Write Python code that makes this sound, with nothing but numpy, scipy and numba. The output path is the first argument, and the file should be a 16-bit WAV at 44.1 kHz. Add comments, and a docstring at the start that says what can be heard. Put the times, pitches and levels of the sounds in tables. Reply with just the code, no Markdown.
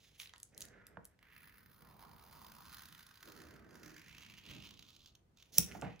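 """Scissors through cloth-backed vinyl

Small steel scissors shear slowly through cloth-backed vinyl held in a hoop on a table, in a quiet room.
Backing threads part one by one as puffs of noise, which resonances of sheet and steel colour. The film
crinkles in short cracks; the hand makes the table rumble through its low modes. At the end the blades
clap shut as a cluster of stiff modes, and the scissors are lifted away with a last slide and rustle."""
import sys
import numpy as np
from scipy import signal
from scipy.fft import rfft, irfft, next_fast_len
from scipy.io import wavfile
from scipy.ndimage import uniform_filter1d
from numba import njit

SR = 44100
rng = np.random.default_rng(int(sys.argv[2]) if len(sys.argv) > 2 else 0)


def file_out(sig):
    """Save sig as 16-bit WAV at sys.argv[1]."""
    # one column per channel
    cols = np.atleast_2d(sig).T
    # limit, then scale
    lim = np.clip(cols, -1, 1)
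    pcm = np.round(lim * 32767).astype(np.int16)
    wavfile.write(sys.argv[1], SR, pcm)


def rack_gain(trim_db):
    """Turn a fader trim in dB into the linear factor to multiply a signal by."""
    fader = np.asarray(trim_db, float)
    return 10 ** (fader / 20)


N = 264600   # samples: six seconds


def rms_one(x):
    """Scales a sound to an average (rms) level of 1."""
    return x / np.sqrt(np.mean(x ** 2) + 1e-20)


def in_time(rows):
    """Draws straight lines between table rows; the first column is the time in seconds."""
    s, *columns = np.transpose(rows)
    return [np.interp(np.arange(N) / SR, s, c) for c in columns]


def band(x, low_hz, high_hz, order=2):
    """Keeps the tones between two pitches."""
    sos = signal.butter(order, [low_hz, min(high_hz, .47 * SR)], "band", fs=SR, output="sos")
    return signal.sosfilt(sos, x)


def drift(rate):
    """Slow random wandering: straight lines between chance values, 2 * rate of them per second."""
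    knots = rng.standard_normal(int(N / SR * rate * 2) + 3)
    return 1.2 * np.interp(np.arange(N) * rate * 2 / SR, np.arange(len(knots)), knots)


def train(times, gains):
    """Puts single-sample clicks at the given times in seconds."""
    clicks = np.zeros(N)
    np.add.at(clicks, (np.asarray(times) * SR).astype(int), gains)
    return clicks


def puffs(clicks, rise_s, fall_s):
    """Each click swells and dies; a unit click peaks near 1."""
    t = np.arange(int(8 * (rise_s + fall_s) * SR)) / SR
    shape = (1 - np.exp(-t / rise_s)) ** 3 * np.exp(-t / fall_s)
    return signal.fftconvolve(clicks, shape / shape.max())[:N]


@njit
def resonance(x, hz, width_hz, sr):
    """Two-pole resonance whose centre may move; white noise keeps its level."""
    out = np.zeros(len(x))
    for i in range(2, len(x)):
        r = np.exp(-np.pi * width_hz[i] / sr)
        out[i] = (np.sqrt((1 - r * r) / 2) * (x[i] - x[i - 2])
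                  + 2 * r * np.cos(2 * np.pi * hz[i] / sr) * out[i - 1] - r * r * out[i - 2])
    return out


def peaks(x, table):
    """Fixed resonances side by side, signs alternating."""
    one = np.ones(N)
    total = np.zeros(N)
    for k, (hz, width, db) in enumerate(table):
        total += (-1) ** k * rack_gain(db) * resonance(x, hz * one, width * one, SR)
    return total


def ring(clicks, hz, t60):
    """A unit click sets a sine of height 1 ringing, 60 dB down after t60 seconds."""
    r, w = rack_gain(-60 / (t60 * SR)), 2 * np.pi * hz / SR
    # the tiny offset keeps the filter from slowing down on near-zero numbers
    return signal.lfilter([0, np.sin(w)], [1, -2 * r * np.cos(w), r * r], clicks + 1e-18)


def loudest(start, length, db, swell_db, rise_db_per_s, fade_db_per_s):
    """Gestures set in, swell to their level and fade; the loudest one at each moment gives (dB, its number)."""
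    t = np.arange(N)[:, None] / SR - start
    swell = swell_db * np.clip(1 - t / length, 0, 1)
    rise = rise_db_per_s * np.maximum(-t, 0)
    fade = fade_db_per_s * np.maximum(t - length, 0)
    levels = db - swell - rise - fade
    return np.maximum(levels.max(axis=1), -130), levels.argmax(axis=1)


# colour of the hush, only its shape counts: pitch_hz, level_db (per Hz)
AIR_COLOUR = [(30, 7.5), (120, -2.5), (300, -13), (700, -21.5), (3000, -34.5), (16000, -45.5)]


def air():
    """The hush of the room and the microphone, alike in both ears only in the bass."""
    hz = np.arange(N // 2 + 1) * SR / N + 1
    colour_hz, colour_db = np.transpose(AIR_COLOUR)
    colour = rack_gain(np.interp(np.log(hz), np.log(colour_hz), colour_db))
    mid, side = rfft(rng.standard_normal((2, N))) * colour
    apart = np.sqrt(1 / (1 + (440.0 / hz) ** 2))
    hush = irfft(np.array([mid + apart * side, mid - apart * side]), N)
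    return rack_gain(-68) * rms_one(hush)


def room(x):
    """Echoes between the walls: eight feedback delays a side, duller on every round."""
    t60_s, wall_cut_hz = 0.31, 17000
    size = next_fast_len(N + SR)
    w = 2 * np.pi * np.arange(size // 2 + 1) / size
    dull = 1 / (1 + 1j * w * SR / (2 * np.pi * wall_cut_hz)) ** 1.2
    out = np.zeros((2, len(w)), complex)
    for k, lag in enumerate((rng.uniform(0.0055, 0.024, 16) * SR).astype(int)):
        loop = rack_gain(-60 * lag / SR / t60_s) * dull * np.exp(-1j * w * lag)
        out[k % 2] += loop / (1 - loop) * (-1) ** (k // 2)
    return irfft(out * rfft(x, size), size)[:, :N]


# how far the left port leads the right: pitch_hz, lead_radians
PORT_PHASE = [(0, 0), (400, 1.1), (1200, .1), (3100, -1.2), (6800, -.4), (8800, 3.14), (10800, 6.3),
              (13300, 9.42), (15300, 12.2), (17000, 13.5)]
# how much louder the left port is: pitch_hz, left_over_right_db
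PORT_BALANCE = [(200, -3), (700, -6), (2400, -3), (4400, -7.5), (8500, -2.5), (16000, 1)]


def ports(x):
    """The two microphone ports hear a near source with a level and phase offset that depends on pitch."""
    hz = np.arange(N // 2 + 1) * SR / N
    phase = np.interp(hz, *np.transpose(PORT_PHASE))
    tilt = rack_gain(np.interp(hz, *np.transpose(PORT_BALANCE)) / 2)
    return irfft(rfft(x) * np.array([tilt, np.exp(-1j * phase) / tilt]), N)


# the hand pushes sheet and hoop over the table: start_s, length_s, rumble_db, rubbing_db
PUSHES = [(0.554, 0.23, -67.5, -69.5), (0.89, 0.074, -68, -72), (1.35, 0.52, -72.5, -83),
          (1.82, 0.68, -67.5, -77), (2.38, 0.56, -66.5, -92), (3.275, 0.62, -65, -64),
          (3.99, 0.36, -67, -76), (4.478, 0.1, -58.5, -64), (4.606, 0.18, -66, -73.5),
          (4.845, 0.23, -74, -86.5), (5.563, 0.012, -64, -62.5), (5.685, 0.094, -58.5, -60.5),
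          (5.822, 0.023, -58.5, -75.5)]
# pitch of the rubbing, moving with the place of the hand: time_s, pitch_hz
RUB_PITCH = [(.7, 461), (3.3, 329), (4.5, 233.4), (5.7, 367.5)]
# modes of the table top: pitch_hz, level_db, t60_s (time to die by 60 dB after a knock)
TABLE_MODES = [(74.1, -9, 0.26), (142.8, -2, 0.042), (183, 2.5, 0.08), (253.5, 3, 0.028),
               (462, -14.5, 0.15), (809, 8, 0.0049), (2000, 8.5, 0.0015)]


def pushes():
    """The hand's pushes drive the lowest table modes with noise, and rub at a moving pitch."""
    rest_db = -88   # both sounds stay at this level at rest
    start, length, *levels = np.transpose(PUSHES)
    rumble_db, rub_db = [np.maximum(loudest(start, length, db, 0, 284, 93)[0], rest_db) for db in levels]
    noise = rng.standard_normal((2, N))
    rub_hz, = in_time(RUB_PITCH)
    # here the modes die faster than after a knock
    shaken = sum(rack_gain(db) * ring(noise[0], hz, 0.3 * t60) for hz, db, t60 in TABLE_MODES[:4])
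    rumble = rack_gain(rumble_db + 0.58 * drift(22)) * rms_one(band(shaken, 43, 275))
    rub = rms_one(resonance(band(noise[1], 110, 766), rub_hz, 0.41 * rub_hz, SR))
    return rumble + rack_gain(rub_db + 1.1 * drift(33)) * rub


# knocks on the table: time_s, level_db (of the blow, before the modes), brightness_hz, drag_s
KNOCKS = [(.969, -41, 1670, 0.0014), (5.581, -42, 500, 0.0064), (5.747, -52.5, 2040, 0.013),
          (5.818, -45.5, 1330, 0.039)]


def knocks():
    """A blow and a short drag set all modes of the table top ringing."""
    noise = rng.standard_normal(N)
    blows = np.zeros(N)
    for s, db, bright_hz, drag_s in KNOCKS:
        t = np.maximum(np.arange(N) / SR - s, 0)
        drag = 0.2 * noise * (t > 0) * np.exp(-t / drag_s)
        blows += rack_gain(db) * band(train([s], 1) + drag, bright_hz / 10.3, bright_hz)
    out = np.zeros(N)
    for hz, db, t60 in TABLE_MODES:
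        late = int(.09 * SR / np.sqrt(hz))   # bending waves: the low modes arrive later
        out += rack_gain(db) * ring(np.roll(blows, late), hz, t60)
    return out


# film crinkling and small ticks: time_s, peak_db (before the shanks colour it), centre_hz
CRINKLES = [(0.2, -38, 2860), (0.218, -42.5, 3240), (0.2325, -44.5, 3500), (.2585, -48, 3250),
            (0.273, -48, 3380), (0.294, -52, 2960), (.337, -46, 1350), (0.361, -51, 3240),
            (.381, -49.5, 8600), (1.191, -60, 2200), (0.547, -51, 5800), (0.401, -47, 10000),
            (0.431, -34.5, 8900), (0.578, -34, 10000), (0.607, -33.5, 10100), (0.618, -35, 7240),
            (0.622, -35, 6400), (0.653, -42.5, 10000), (0.685, -50.5, 6000), (0.868, -44, 10300),
            (1.046, -52, 8700), (1.053, -37.5, 10700), (5.715, -43, 2100), (5.7215, -42.5, 2000),
            (5.814, -40, 7100), (5.822, -41.5, 2320), (5.961, -60.5, 6420), (5.994, -52, 4060)]
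# resonances of the shanks that colour the tear and the ticks: pitch_hz, width_hz, level_db
SHANKS = [(3224, 1500, -4), (5250, 212, -2.5), (6272, 210, -11.5)]


def crinkles():
    """Each crinkle is a crack of noise about a millisecond long, broad with a soft centre."""
    size = 2048
    out = np.zeros(N + size)
    t = np.arange(size) / SR
    shape = t / 0.00095 * np.exp(-t / 0.00056) + 0.05 * np.exp(-t / 0.005)
    for (s, db, hz), noise in zip(CRINKLES, rng.standard_normal((len(CRINKLES), size))):
        crack = noise * shape
        centre = band(crack, hz / 1.25, hz * 1.363) * np.sqrt(8000 / hz)
        crack = centre + 0.44 * band(crack, hz / 3.24, hz * 4.1)
        at = int((s - .0006) * SR)
        out[at:at + size] += rack_gain(db) * crack / np.abs(crack).max()
    return out[:N] + rack_gain(-8.5) * peaks(out[:N], SHANKS)


# stiff modes of the clap, relative to each other: pitch_hz, level_db
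CLAP_MODES = [(2700, -19), (5600, 2), (6100, 0.5), (7750, -2), (9650, 4.5), (10150, -2), (12100, -4),
              (14900, 7.5), (15650, 6.5)]
# thin ring of the scissors after the clap: pitch_hz, level_db (relative), t60_s
CLAP_RING = [(3750, -7.5, 0.098), (5810, -11.5, 0.31), (5530, -2.5, 0.4), (10000, -9, 0.24),
             (14930, -2, 0.15)]


def clap():
    """Steel meets steel: a millisecond of contact sounds every stiff mode, with a small bounce and a thin ring."""
    clap_s, crack_db, ring_db = 5.5838, -9.5, -52.5
    t, turns = np.arange(N) / SR - clap_s, rng.random(len(CLAP_MODES))
    contact = np.exp(-(t / .0008) ** 2)
    contact += rack_gain(-16) * np.exp(-((t - .0022) / .002) ** 2)   # bounce
    contact += rack_gain(-26) * np.exp(-((t + .002) / .002) ** 2)   # faint touch just before
    modes = sum(rack_gain(db) * np.sin(2 * np.pi * (hz * t + turn)) for (hz, db), turn in zip(CLAP_MODES, turns))
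    hiss = band(rng.standard_normal(N), 2200, 17000)
    crack = rack_gain(crack_db) * contact * rms_one(modes + 0.9 * hiss)
    return crack + sum(rack_gain(ring_db + db) * ring(train([clap_s], 1), hz, t60) for hz, db, t60 in CLAP_RING)


# usual rate of parting threads, before chance sways it: time_s, threads_per_s
THREAD_RATE = [(1.4, 60), (1.7, 42), (2.05, 74), (2.55, 80), (2.95, 48), (3.6, 44), (4.4, 80)]
# the strongest threads parting: time_s, level_db (before lowering and colouring)
STRONG_THREADS = [(1.228, -61.5), (1.3641, -52), (1.821, -50), (2.8556, -40.5), (2.886, -44), (2.925, -42),
                  (2.949, -44), (3.007, -47), (3.029, -44.5), (3.111, -46.5), (3.156, -48), (4.182, -43),
                  (4.264, -47.5), (4.339, -48.5), (4.708, -45.5), (4.793, -44), (4.8254, -46),
                  (4.904, -50.5), (4.964, -50.5), (5.06, -48.5), (5.1522, -49.5), (5.3726, -54.5),
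                  (5.4251, -48.5)]


def threads():
    """Threads part at a swaying rate, each a puff of force; gives the steady pulsing and the strong puffs."""
    per_s, = in_time(THREAD_RATE)
    passed = np.floor(np.cumsum(per_s * rack_gain(3.6 * drift(25))) / SR)
    strength_db = 3.3 * np.clip(rng.standard_normal(N), -3, 1.7) + 1.8 * drift(10)
    parted = np.diff(passed, prepend=0) * rack_gain(strength_db)
    s, level_db = np.transpose(STRONG_THREADS)
    # no other thread parts beside a strong one
    parted = parted * (uniform_filter1d(train(s, 1), size=900) < 1e-9)
    pulsing = rms_one(.27 + puffs(parted, .003, .0018))   # .27: steady shear between the threads
    return pulsing, puffs(train(s - .002, rack_gain(level_db - 9)), .0015, .002)


# force of the cut: time_s, sheet_db, tear_db
CUT = [(1.15, -116, -109), (1.22, -71.5, -90), (1.4, -70.5, -69.5), (1.76, -78.5, -69), (1.87, -68.5, -68),
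       (2.28, -70, -64.5), (2.9, -70, -56.5), (3.17, -74.5, -63), (3.26, -70, -57.5), (3.57, -68.5, -63),
       (3.63, -73.5, -75), (3.78, -70.5, -60), (4.2, -64.5, -63.5), (4.4, -70, -67.5), (4.5, -60, -60.5),
       (4.68, -65.5, -65), (4.88, -73.5, -72.5), (5.08, -74.5, -75), (5.2, -110, -104.5), (5.34, -108, -99),
       (5.38, -76.5, -76.5), (5.52, -84, -83.5)]
# the blades slide without cutting: start_s, swell_s, tear_db, ring_over_tear_db, fade_db_per_s
SLIDES = [(0, 0.0032, -64.5, -12, 32), (0.184, 0.013, -50, -3, 230), (.565, 0.043, -67, 3, 254),
          (5.533, 0.044, -43.5, -13, 170.5), (5.69, 0.043, -62.5, -13, 109.5)]
# the loose sheet rustles: start_s, swell_s, level_db, fade_db_per_s
RUSTLES = [(0, 0.13, -82.5, 58), (0.197, 0.0065, -68, 133), (0.53, 0.26, -67.5, 58),
           (5.66, 0.039, -64.5, 66), (5.822, 0.031, -56.5, 155)]


def forces(t, cutting):
    """Force levels of sheet, tear and blade ring: from the cut while it lasts, else from rustles and slides."""
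    sets_in_db_per_s = 880
    sheet_db, tear_db = in_time(CUT)
    start, swell, db, ring_db, fade = np.transpose(SLIDES)
    slide_db, which = loudest(start, swell, db, 15, sets_in_db_per_s, fade)
    start, swell, db, fade = np.transpose(RUSTLES)
    rustle_db, _ = loudest(start, swell, db, 8.5, sets_in_db_per_s, fade)
    # the ring over the tear thins as the cut nears the tips: 12.5 dB at first, losing 7.5 dB per s
    ring_db = np.where(cutting, 12.5 - 7.5 * (t - CUT[0][0]), ring_db[which])
    under_way = (t > CUT[0][0]) & (t < CUT[-1][0])
    tear_db = np.where(under_way, tear_db, slide_db)
    return np.where(under_way, sheet_db, rustle_db), tear_db, tear_db + ring_db


# centres of sheet and tear, moving through the cut; the sheet drops early, then climbs towards the end:
# time_s, sheet_hz, tear_hz
SHEET_AND_TEAR = [(0, 2060, 3470), (.3, 2100, 3280), (.6, 1730, 5540), (.88, 1560, 5370), (1.4, 1920, 4300),
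                  (1.9, 930, 4240), (2.6, 1040, 4500), (2.9, 1390, 3730), (3.8, 1370, 5000),
                  (4.2, 2370, 5100), (4.5, 2540, 3960), (5.1, 3400, 4100), (5.5, 2700, 3970),
                  (5.76, 1151, 3400), (5.9, 2140, 3460)]
# broad rasp over the rings, growing towards the tips: time_s, level_db
RASP = [(1.1, 1), (1.3, -28), (2.7, -9), (3.3, -4.5), (5.5, 13.5)]
# blade rings while shearing or sliding: pitch_hz, width_hz, level_db
BLADES = [(10260, 270, -11.5), (14400, 110, -7.5), (14500, 520, 0)]


def cut():
    """Shear and slides push noise through the moving sheet resonance, the shanks and the ringing blades."""
    cutting_start_s, cutting_end_s = 1.17, 5.45
    t = np.arange(N) / SR
    cutting = (t > cutting_start_s) & (t < cutting_end_s)
    sheet_hz, tear_hz = in_time(SHEET_AND_TEAR)
    sheet_db, tear_db, blade_db = forces(t, cutting)
    over_tear_db = blade_db - tear_db
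    pulsing, strong = threads()
    pulsing = np.where(cutting, pulsing, rack_gain(2.5 * drift(60)))   # otherwise the blades only slide
    rasp = rack_gain(in_time(RASP)[0])
    sheet_noise, tear_noise = rng.standard_normal((2, N))
    tear_push = rack_gain(tear_db) * pulsing + strong

    cut_push = tear_push * rack_gain(np.minimum(sheet_db - tear_db, 9)) + rack_gain(sheet_db - 9.0)
    sheet_force = sheet_noise * np.where(cutting, cut_push, rack_gain(sheet_db) * pulsing)
    width = np.where(t > cutting_start_s, .7, .5) * sheet_hz   # the uncut sheet rings more narrowly
    flap = resonance(resonance(sheet_force, sheet_hz, width, SR), sheet_hz, width, SR)
    sheet = flap * np.sqrt(2 * np.pi * width / SR) + band(sheet_force * cutting, 1010, 2350)

    tear_force = tear_noise * tear_push
    tear = resonance(tear_force, tear_hz, 0.33 * tear_hz, SR) + peaks(tear_force, SHANKS)
    tear += rasp * band(tear_force, 4460, 7270)

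    blade_force = tear_force * rack_gain(over_tear_db)
    # the upper rings stop thinning at -6.5 dB in the cut, and are weaker in slides
    high_db = np.where(cutting, np.maximum(over_tear_db, -6.5), over_tear_db - 16.5)
    rings = peaks(blade_force, BLADES[:1]) - peaks(tear_force * rack_gain(high_db), BLADES[1:])
    scrape = rasp * band(blade_force, 4140, 23000)
    return sheet + rack_gain(-10.5) * tear + rack_gain(-7.0) * rings + scrape


def scene():
    """Sums scissors, film and table at the ports, and adds the room's echo and hush."""
    near = cut() + crinkles() + clap()
    sources = near + pushes() + knocks()
    # the wide sheet spreads its middle tones round the room
    sent = near + rack_gain(1.0) * band(sources, 140, 2100)
    return ports(sources) + rack_gain(-17.5) * room(sent) + air()


def low_pass(x):
    """Removes everything above the highest recorded frequency."""
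    return signal.sosfilt(signal.butter(12, 17330, fs=SR, output="sos"), x)


def record(dry):
    """Filters away the top treble above 16.7 kHz and the deepest bass below 55 Hz."""
    passed = signal.sosfilt(signal.cheby2(10, 50, 16700, fs=SR, output="sos"), dry)
    passed = signal.sosfilt(signal.butter(3, 55, "high", fs=SR, output="sos"), passed)
    return low_pass(passed)


dry = scene()
out = record(dry)
file_out(out)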